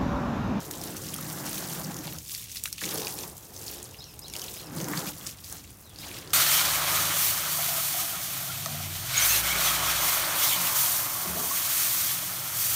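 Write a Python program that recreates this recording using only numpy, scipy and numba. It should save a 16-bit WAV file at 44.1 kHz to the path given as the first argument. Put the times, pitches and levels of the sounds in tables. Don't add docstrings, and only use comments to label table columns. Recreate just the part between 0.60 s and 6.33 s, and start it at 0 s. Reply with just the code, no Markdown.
import sys
import numpy as np
from scipy import signal
from scipy.fft import rfft, irfft
from scipy.io import wavfile
from scipy.ndimage import uniform_filter1d
from numba import njit

SR = 44100
rng = np.random.default_rng(int(sys.argv[2]) if len(sys.argv) > 2 else 0)


def transcribe(u):
    v = np.clip(np.atleast_2d(u).T, -1, 1)
    q = np.round(v * 32767).astype(np.int16)
    wavfile.write(sys.argv[1], SR, q)


def gain_from_db(level_db):
    decades = np.asarray(level_db, float) / 20
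    return 10 ** decades


N = 252825
TIME = np.arange(N) / SR

# pitch_hz, relative density_db (per Hz)
TOWN_SPECTRUM = [(18, -37), (30, -6), (59, 5), (92, 8.5), (437, -13), (721, -18), (1140, -17.5),
                 (1930, -22.5), (2720, -18.5), (3000, -28), (3900, -20), (6600, -120)]
TOWN_DB = -51.5

# start_s (into the phrase), length_s, start_hz, end_hz, level_db,
# octave_db (overtone against the note)
SPARROW_NOTES = [(0., 0.029, 4900, 5280, -51, -30), (0.022, 0.034, 3630, 4430, -51, -32),
                 (0.045, .022, 3400, 3150, -57, -8), (.062, 0.08, 2990, 2430, -63.5, 6)]
# start_s, gain_db (added to the notes), notes_sung (count)
SPARROW_PHRASES = [(3.379, 0.5, 4), (3.615, 1, 4), (3.952, 0, 4), (5.39, -2.5, 2)]
# start_s, length_s, start_hz, end_hz, level_db
SPARROW_CHIRPS = [(3.818, 0.015, 3110, 2960, -44), (5.232, .12, 4300, 2960, -63)]
RASP_TOP_HZ, CLEAR_TONE = 250, 1.5
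PITCH_WOBBLE = .006
SECOND_VOICE_RATIO, SECOND_VOICE_DB = 1.09, -11
HOUSES_T60_S, HOUSES_DB = .25, -3.5

# start_s, level_db, upper_db (upper resonances, added to their levels)
PATTER = [(0.0, -46.5, -4), (0.3, -42.5, -9), (0.38, -52.5, 5), (0.56, -49, 4.5), (0.78, -41, 0),
          (0.96, -44.5, 3), (1.21, -43, -1), (1.45, -47.5, 1), (1.48, -37, -13), (1.5, -53, 3),
          (1.55, -44, -5), (1.64, -74, -2), (1.74, -70, 16), (2.03, -75, 3), (2.06, -69, 16),
          (2.09, -87, 4), (2.2, -83, -6), (2.22, -49, 12), (2.23, -46, -9), (2.26, -48.5, 5),
          (2.36, -35, -11), (2.38, -43, -4), (2.46, -39, -11), (2.55, -47, -13), (2.65, -47.5, 1),
          (2.7, -52, -13), (2.89, -57, -6), (2.98, -51, -8), (3.09, -50.5, 0), (3.5, -57.5, -7),
          (3.73, -54, -14), (3.77, -44.5, -4), (3.93, -52, -5), (4.31, -40, 0.5), (4.34, -42.5, 5.5),
          (4.45, -39, -4), (4.47, -47, 9), (4.5, -43, -6), (4.53, -53, -4), (4.64, -57, 10.5),
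          (4.79, -60.5, 1.5), (4.88, -63.5, 8), (4.93, -48, 0), (5.04, -63, 2), (5.38, -58.5, -3),
          (5.44, -48, 1), (5.59, -54.5, 6.5), (5.73, -49, -2)]
# pitch_hz, width_hz, level_db (relative)
SHEET_MODES = [(629, 120, -2.5), (743, 146, 1), (830, 104, -3), (958, 150, -2), (1125, 160, -2),
               (1300, 310, -2.5), (1620, 560, -1), (1950, 680, -9.5)]
SHEET_SPLIT_HZ, SHEET_WANDER_DB = 1100, 2.6
PATTER_SPREAD_DB, PATTER_WASH_DB = 6, 3.5

# start_s, level_db, place (-1 rounded corner, 0 deep middle, 1 stiff edge)
JET = [(0.0, -41, 0.76), (.14, -42.5, 0.75), (.29, -36, 0.53), (.4, -39.5, 0.5), (.77, -35, 0.31),
       (1.0, -37.5, 0.53), (1.48, -37, 0.28), (1.55, -40.5, 0.37), (1.65, -62, 0.58), (2.205, -71, 0.79),
       (2.225, -40, 0.47), (2.36, -37, 0.82), (2.47, -43.5, 0.99), (2.51, -44, 0.78), (2.64, -42, 0.74),
       (2.78, -56, 0.72), (3.11, -45.5, 0.93), (3.48, -59, 0.77), (3.67, -50, 0.75), (3.77, -48.5, 0.83),
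       (4.085, -45.5, 0.68), (4.11, -39, -0.036), (4.17, -32.5, 0.54), (4.21, -32, -0.74), (4.25, -36.5, 1),
       (4.275, -35, 0), (4.29, -33, -0.74), (4.325, -36.5, -0.44), (4.345, -42, 0.15), (4.385, -35, 0.34),
       (4.425, -36.5, 0.94), (4.465, -32, 0.37), (4.5, -40.5, 0.22), (4.58, -52, 0.66), (4.67, -46, 0.54),
       (4.82, -58, 0.21), (4.94, -52, 0.88), (5.04, -53.5, 0.3), (5.31, -64.5, 0.99), (5.37, -49, 0.26),
       (5.45, -46, 0.59), (5.73, -45.5, 0.88)]
# pitch_hz, width_hz, corner_db, middle_db, edge_db (relative levels)
PANEL_MODES = [(134, 28, -21, -17.5, -8), (159.6, 26.7, -18, 1.5, -7), (189, 38.6, -12, -3, -8),
               (244, 30.6, -16, -7.5, -7), (295.3, 37.4, 6, -6, -3.5), (366.3, 28, -16, -20.5, 1.5),
               (425, 54, 4, -27, 4), (508.6, 28, -8, -21, -5)]
# start_s, level_db (single-sample push against the steady push)
THUMPS = [(2.256, 30), (2.336, 30), (2.38, 33), (2.404, 32), (2.454, 33), (4.107, 30.5), (4.15, 27),
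          (4.173, 27.5), (4.291, 30), (4.311, 35), (4.345, 36.5), (4.37, 28)]
PUSH_FLUTTER_DB, MODE_WANDER_DB = 1.3, .6

# start_s, crack_db, pitch_hz (of the plop), sharpness (0-1),
# plop_db (against the crack)
GOBS = [(0.111, -12.5, 6200, 0.5, -29), (.1365, -26, 3840, 0.3, -4.5), (.215, -23, 5700, 0.85, -7),
        (0.2375, -16, 6400, 0.3, -11), (.367, -20, 5500, 0.3, -8.5), (0.411, -43, 3720, 0.4, -9),
        (.487, -28, 5470, 0.3, 0), (.538, -31, 3100, 0.6, 1), (.5413, -7.5, 9100, 0.6, -19),
        (.562, -20.5, 5300, 0.3, -12), (0.587, -37.5, 1160, 0.1, 8.5), (.6105, -15, 11600, 0.8, -6),
        (.627, -25, 6100, .6, -6), (.711, -30, 3290, 0.6, -8), (.7283, -15, 8350, 0.5, -15),
        (.865, -26, 5700, 0.5, 2), (.8936, -21, 9450, 0.6, -0.5), (0.931, -29, 6000, 0.7, 1),
        (0.943, -27, 2970, 0.3, -2), (0.9793, -20.5, 3730, 0.33, -11), (1.2058, -21, 13100, 0.6, -1),
        (1.2471, -29.5, 5400, 0.5, 4), (1.4712, -23.5, 4300, 0.6, -10), (1.478, -29.5, 2920, 0.3, 1),
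        (1.5255, -29, 2850, 0.4, -2.5), (1.5329, -19, 12940, .7, -2), (1.5858, -25.5, 6340, .6, 1),
        (1.696, -28, 3750, 0.86, -9), (1.749, -18, 4940, 0.9, -9), (1.8412, -22, 7300, 0.8, -17),
        (1.917, -28.5, 6500, 0.6, 2.5), (1.957, -22, 9500, 0.7, -12), (1.959, -25, 2290, 0.3, -15),
        (2.0378, -4, 8300, 0.65, -18), (2.0558, -31.5, 1550, 0.15, 3.5), (2.0565, -17.5, 2750, 0.26, -3),
        (2.059, -16, 10000, .85, -12), (2.075, -40, 1500, .2, 4), (2.1277, -11.5, 5700, 0.6, -12),
        (2.1809, -23.5, 2700, 0.13, -5), (2.191, -36, 3230, 0.6, 5.5), (2.21, -28, 7160, 0.3, 3),
        (2.214, -21, 9500, .6, -9), (2.215, -32, 1650, 0.12, 7), (2.2383, -30, 2330, 0.5, 6),
        (2.2597, -27, 6000, .7, -2), (2.29, -22, 5970, 0.4, -2), (2.31, -20, 4850, 0.3, -4),
        (2.325, -33, 958, 0.4, -8), (2.3436, -10, 10900, 0.9, -9), (2.384, -22.5, 5530, 0.7, -1.5),
        (2.448, -27, 4930, 0.7, 1.5), (2.4699, -17, 5030, 0.74, -9), (2.4702, -21.5, 2770, 0.17, -0.5),
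        (2.4885, -19, 8850, 0.4, -8), (2.588, -20.5, 4100, 0.07, -13), (2.638, -40, 865, 0.56, 2),
        (2.6336, -27.5, 2900, 0.05, -4), (2.6984, -30, 8400, 0.6, 1), (2.7687, -22.5, 7550, 0.45, -18),
        (2.964, -28.5, 5860, 0.3, 3), (3.0662, -27.5, 6540, 0.5, -1), (3.0809, -30.5, 4900, 0.7, 5.5),
        (3.228, -20, 7500, 0.4, -6), (3.345, -39, 2780, 0.44, 2.5), (3.441, -34.5, 5050, 0.5, 4),
        (3.5918, -16, 8700, 0.3, -11), (3.682, -21.5, 5530, 0.5, -17), (3.737, -19.5, 3600, 0.3, -15),
        (3.7538, -26, 2780, 0.47, -0.5), (3.765, -16.5, 5200, 0.85, -17), (3.8169, -21, 5640, 0.5, -2),
        (3.8396, -22, 6570, 0.5, -13), (3.8822, -36, 3460, 0.5, 8), (3.941, -21, 9000, .7, -10),
        (4.07, -36, 5030, .6, -1.5), (4.163, -20.5, 9600, 0.7, -4.5), (4.2138, -24, 6000, .8, -3.5),
        (4.2438, -20, 6240, .8, -5.5), (4.2843, -32.5, 970, 0.7, -5), (4.2848, -16, 6500, 0.4, -20),
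        (4.335, -33, 1950, 0.4, 4), (4.3348, -34, 1130, 0.7, 4), (4.392, -18, 6400, 0.5, -5),
        (4.46, -37, 1030, 0.46, 0), (4.4672, -20, 12800, .7, 1), (4.5087, -21, 13400, 0.8, 2),
        (4.6655, -21.5, 4470, 0.05, -2), (4.671, -19, 6740, 0.56, 2), (4.843, -27, 5360, 0.1, -7),
        (4.9252, -17.5, 7260, 0.25, -7), (5.076, -41, 3280, 0.1, -2), (5.227, -40, 6260, 0.5, -7),
        (5.36, -33, 4250, 0.5, -3), (5.387, -30.5, 5000, 0.4, 0.5), (5.5135, -31, 2550, 0.3, 1),
        (5.587, -29, 5130, 0.5, -4), (5.675, -32.5, 4000, 0.3, 3.5), (5.706, -34, 5100, 0.8, -1),
        (0.0044, -27, 5940, 0.65, -6), (0.1531, -26, 6860, 0.65, -5), (0.1825, -25, 7520, 0.65, -5),
        (0.2514, -23, 13900, 0.65, -5), (0.385, -31, 9690, 0.65, -5), (0.4179, -26, 6550, 0.65, -7.5),
        (0.4379, -25.5, 5800, 0.6, -6), (0.4574, -28, 7460, 0.65, -5), (0.6449, -25, 14900, 0.65, -5),
        (0.9134, -17, 15300, 0.8, -1), (1.0104, -26, 15400, 0.65, 1), (1.0414, -29, 4470, 0.65, -3),
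        (1.077, -30, 4840, 0.4, -9), (1.0954, -20, 11800, 0.65, -3), (1.0984, -22, 9320, 0.65, -6),
        (1.1274, -31, 5620, 0.3, -2), (1.2684, -25, 7170, 0.65, -4), (1.3433, -21, 6660, 0.4, -9),
        (1.3673, -21.5, 6200, 0.56, -6), (1.3882, -24, 6200, 0.6, -4), (1.4546, -28, 6320, 0.5, -12),
        (1.6801, -28, 6100, 0.65, -10), (1.7074, -22, 7510, 0.65, -8), (1.7789, -24, 7400, 0.7, -7),
        (1.8846, -36, 3320, 0.5, -2), (1.9051, -29, 6330, 0.65, -12), (1.9694, -24, 3970, 0.65, -9),
        (2.0764, -23, 6270, 0.4, -13), (2.3564, -19, 5690, 0.6, -8), (2.4194, -25, 5430, 0.6, -3),
        (2.4804, -22, 9270, 0.65, -10), (2.7796, -23.5, 7650, 0.5, -6.5), (2.9392, -33, 6170, 0.4, -7),
        (2.9764, -30, 5470, 0.65, -3), (2.9936, -28, 11000, 0.65, -5), (3.0155, -26, 7120, 0.65, -6),
        (3.0325, -29, 5530, 0.5, -5), (3.1404, -25, 9300, 0.65, -3), (3.1594, -32, 5950, 0.65, -5),
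        (3.1737, -37, 6320, 0.65, -8), (3.2004, -33, 5670, 0.65, -5), (3.2414, -26, 8810, 0.65, -2),
        (3.6994, -25, 5330, 0.6, -9), (3.7953, -21, 5100, 0.6, -8), (3.92, -41, 6910, 0.65, -15),
        (4.2014, -24.5, 2900, 0.3, -7), (4.555, -31, 6440, 0.65, -10), (4.593, -25, 15500, 0.65, -1),
        (4.6104, -37, 3390, 0.4, -3), (4.6314, -27, 15100, 0.65, -5), (4.8978, -28, 7800, 0.5, -3),
        (5.0404, -34, 6810, 0.65, -3), (5.1053, -32, 10700, 0.65, -1), (5.1507, -36, 15000, 0.65, -5),
        (5.2074, -40, 10100, 0.65, -6), (5.2944, -33, 9290, 0.65, -5), (5.4824, -30, 6420, 0.65, -7)]
CRACK_Q, PLOP_T60_S = .4, .013
YARD_T60_S, YARD_DB = .09, -8
SMALL_GOB_COUNT, SMALL_GOB_DB, SMALL_GOB_SPREAD_DB = 260, 10.5, 4.5
SMALL_GOB_HZ, SMALL_GOB_PITCH_SPREAD = 6400, .2

# start_s, level_db, fineness_db (mist up, coarse drops down)
SPRAY = [(0.0, -42, -6.5), (.08, -51, 3), (.13, -45.5, -1.5), (.66, -43.5, -0.5), (.73, -42, 2),
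         (.83, -44.5, 1), (.88, -39, -2), (1.11, -42.5, 1), (1.31, -45.5, 0), (1.43, -44, -0.5),
         (1.48, -40.5, -4), (1.51, -43.5, 0.5), (1.66, -46.5, 0), (1.72, -38.5, 1.5), (1.76, -41, 0.5),
         (1.88, -46, -5), (1.95, -38.5, -2), (1.975, -37.5, -1), (2.03, -45.5, -3), (2.06, -41.5, 8),
         (2.1, -46, -1), (2.165, -49.5, -6), (2.235, -34, -4), (2.49, -37.5, -1.5), (2.54, -44.5, 5.5),
         (2.63, -39.5, -3), (2.74, -52, 2), (2.92, -54.5, 3), (3.14, -42, -0.5), (3.19, -47, -3.5),
         (3.36, -53.5, -3), (3.56, -54, -1), (3.72, -53.5, 0.5), (3.75, -45.5, 0.5), (4.0, -44.5, -2.5),
         (4.09, -52.5, -4), (4.19, -41, -1), (4.275, -47, 1), (4.29, -45, 5), (4.375, -34.5, -4.5),
         (4.435, -39.5, -0.5), (4.49, -33, -0.5), (4.53, -45.5, -4.5), (4.64, -48, 0), (4.69, -41.5, -3.5),
         (4.76, -53, -2), (4.92, -44, 1.5), (5.04, -49.5, -6), (5.2, -61, 8.5), (5.34, -55.5, -3.5),
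         (5.42, -43.5, -5.5), (5.59, -39.5, -8), (5.63, -46, -10), (5.73, -49, -6)]
# low_hz, high_hz, level_db, tilt (dB per dB of fineness), mist_db, size_spread_db, ring_out_s
DROP_SIZES = [(2420, 4470, -7, -0.32, -7, 7.5, 0.026), (4840, 9500, -2.5, 0.64, -3, 15.5, 0.017),
              (10300, 18300, -0.15, 0.8, 2, 5, 0.0071)]


def unit(x):
    return x / np.sqrt(np.mean(x ** 2))


def band(x, hz, width):
    return signal.lfilter(*signal.iirpeak(hz, hz / width, SR), x)


def between(x, lo_hz, hi_hz):
    edges_hz = [lo_hz, min(hi_hz, .45 * SR)]
    return unit(signal.sosfilt(signal.butter(3, edges_hz, "band", fs=SR, output="sos"), x))


def columns(table):
    s, *rest = np.transpose(table)
    return [np.interp(TIME, s, c) for c in rest]


def walk(rate):
    hold = int(SR / rate)
    steps = np.repeat(rng.standard_normal(N // hold + 1), hold)
    return 0.69 * uniform_filter1d(uniform_filter1d(steps, hold), hold)[:N]


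def smear(x, t60):
    tail = rng.standard_normal(SR // 3) * np.exp(-np.log(1000) * TIME[:SR // 3] / t60)
    return signal.fftconvolve(x, tail / np.sqrt(np.sum(tail ** 2)))[:N]


@njit
def splats(start, peak, hz, q, t60, sharp, glide, noise):
    out = np.zeros(len(noise))
    for e in range(len(start)):
        first, f, k = int(start[e]), hz[e], 1 / q[e]
        b, l, b2, l2 = 0., 0., 0., 0.
        env, rise = 1., 1.
        fall = np.exp(-np.log(1000) / (t60[e] * SR))
        for i in range(first, min(first + int(t60[e] * SR), len(out))):
            g = np.tan(np.pi * min(f / SR, .4))
            x = (1 - sharp[e]) * env * (1 - rise) * noise[i - e % 997]
            if i == first:
                x = 6 * sharp[e] / np.sqrt(g * k)
            v = (b + g * (x - l)) / (1 + g * (g + k))
            b, l = 2 * v - b, l + 2 * g * v
            w = (b2 + g * (k * v - l2)) / (1 + g * (g + k))
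            b2, l2 = 2 * w - b2, l2 + 2 * g * w
            out[i] += peak[e] * np.sqrt(k / g) * w
            env, rise = env * fall, rise * .9
            f = f * (1 + glide[e] / SR)
    return out


def droplets(count, lo_hz, hi_hz, spread_db, t60, q):
    moment, pitch, bulk, tone, ring = rng.random((count, 5)).T
    hz = lo_hz * (hi_hz / lo_hz) ** pitch
    size = gain_from_db(np.minimum(-spread_db * np.log(1 - bulk), 16))
    return unit(splats(moment * N, size, hz, q * (.5 + tone), t60 * (.5 + ring), 0.32 * tone, 30 * ring,
                       rng.standard_normal(N)))


def town():
    hz, db = np.transpose(TOWN_SPECTRUM)
    f = np.maximum(np.arange(N // 2 + 1) * SR / N, 1)
    colour = gain_from_db(np.interp(np.log(f), np.log(hz), db))
    noise = irfft(rfft(rng.standard_normal(N)) * colour, N)
    return gain_from_db(TOWN_DB + walk(3)) * unit(noise)


def sparrow():
    notes = []
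    for phrase_s, gain_db, sung in SPARROW_PHRASES:
        for s, length, from_hz, to_hz, db, octave_db in SPARROW_NOTES[:int(round(sung))]:
            notes.append((phrase_s + s, length, from_hz, to_hz, db + gain_db, octave_db))
    notes += [(*chirp, -30) for chirp in SPARROW_CHIRPS]
    out = np.zeros(N)
    rasp = CLEAR_TONE + between(rng.standard_normal(N), 20, RASP_TOP_HZ)
    wobble = 1 + PITCH_WOBBLE * walk(300)
    for s, length, from_hz, to_hz, db, octave_db in notes:
        along = np.arange(int(length * SR)) / (length * SR)
        now = slice(int(s * SR), int(s * SR) + len(along))
        hz = (from_hz + (to_hz - from_hz) * along) * wobble[now]
        phase = 2 * np.pi * np.cumsum(hz) / SR
        voice = np.sin(phase) + gain_from_db(octave_db) * np.sin(2 * phase)
        voice = voice + gain_from_db(SECOND_VOICE_DB) * np.sin(SECOND_VOICE_RATIO * phase)
        out[now] += gain_from_db(db) * rasp[now] * np.sin(np.pi * along) ** .5 * voice
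    return out + gain_from_db(HOUSES_DB) * smear(out, HOUSES_T60_S)


def sheet():
    level_db, upper_db = columns(PATTER)
    drops = droplets(count=2500, lo_hz=630, hi_hz=1980, spread_db=PATTER_SPREAD_DB, t60=0.026, q=0.94)
    push = drops + gain_from_db(PATTER_WASH_DB) * between(rng.standard_normal(N), 450, 2450)
    ring = 0
    for hz, width, db in SHEET_MODES:
        mode_db = db + SHEET_WANDER_DB * walk(22.04) + upper_db * (hz > SHEET_SPLIT_HZ)
        ring = ring + gain_from_db(mode_db) * unit(band(push, hz, width))
    return gain_from_db(level_db) * between(ring, 430, 2190)


def panels():
    level_db, place = columns(JET)
    push = gain_from_db(PUSH_FLUTTER_DB * walk(50)) * rng.standard_normal(N)
    push[[int(s * SR) for s, db in THUMPS]] += gain_from_db(np.array([db for s, db in THUMPS]))
    drum, energy = 0, 0
    for hz, width, *place_db in PANEL_MODES:
        gain = gain_from_db(np.interp(place, [-1, 0, 1], place_db))
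        wander = gain_from_db(MODE_WANDER_DB * walk(18))
        drum = drum + gain * wander * unit(band(band(push, hz, width), hz, 2 * width))
        energy = energy + gain ** 2
    return gain_from_db(level_db) * drum / np.sqrt(energy)


def small_gobs():
    moment, edge = rng.random((SMALL_GOB_COUNT, 2)).T
    loud, pitch, plop = np.clip(rng.standard_normal((SMALL_GOB_COUNT, 3)).T, -1.5, 1.5)
    spray_db = columns(SPRAY)[0][(moment * N).astype(int)]
    crack_db = spray_db + SMALL_GOB_DB + SMALL_GOB_SPREAD_DB * loud
    hz = SMALL_GOB_HZ * np.exp(SMALL_GOB_PITCH_SPREAD * pitch)
    return np.array([moment * N / SR, crack_db, hz, 0.5 + 0.053 * edge, -4.5 + 1.2 * plop])


def smacks():
    s, db, hz, sharp, plop_db = np.hstack([np.transpose(GOBS), small_gobs()])
    one = np.ones(len(s))
    t60 = PLOP_T60_S * one
    crack = splats(s * SR, gain_from_db(db), 1.46 * hz, CRACK_Q * one, 1.06 * t60, sharp, 0 * one,
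                   rng.standard_normal(N))
    plop = splats(s * SR, gain_from_db(db + plop_db), hz, 2.74 * one, t60, .5 * sharp, 15 * one,
                  rng.standard_normal(N))
    return crack + plop + gain_from_db(YARD_DB) * smear(crack + plop, YARD_T60_S)


def spray():
    level_db, fine_db = columns(SPRAY)
    sheets_db = 2.0 * walk(6.25) + 1.9 * walk(45) + 1.3 * walk(130)
    out = 0
    for lo, hi, db, tilt, mist_db, spread_db, t60 in DROP_SIZES:
        drops = droplets(count=3500, lo_hz=lo, hi_hz=hi, spread_db=spread_db, t60=t60, q=1.25)
        mist = gain_from_db(mist_db) * between(rng.standard_normal(N), lo, hi)
        hiss = unit(between(drops, 0.63 * lo, 1.75 * hi) + mist)
        out = out + gain_from_db(db + tilt * fine_db) * hiss
    return gain_from_db(level_db + sheets_db) * out


def scene():
    return (spray() + smacks() + panels() + sheet() + sparrow() + town())[None]


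def top_cut(x):
    return signal.sosfilt(signal.butter(12, 15850, fs=SR, output="sos"), x)


def record(dry):
    lifted = dry + gain_from_db(-18.0) * band(dry, 6430, 1900)
    no_rumble = signal.sosfilt(signal.butter(4, 39, "high", fs=SR, output="sos"), lifted)
    mix = signal.sosfilt(signal.ellip(8, .2, 60, 15800, fs=SR, output="sos"), no_rumble)
    return top_cut(mix)


dry = scene()
out = record(dry)
transcribe(out)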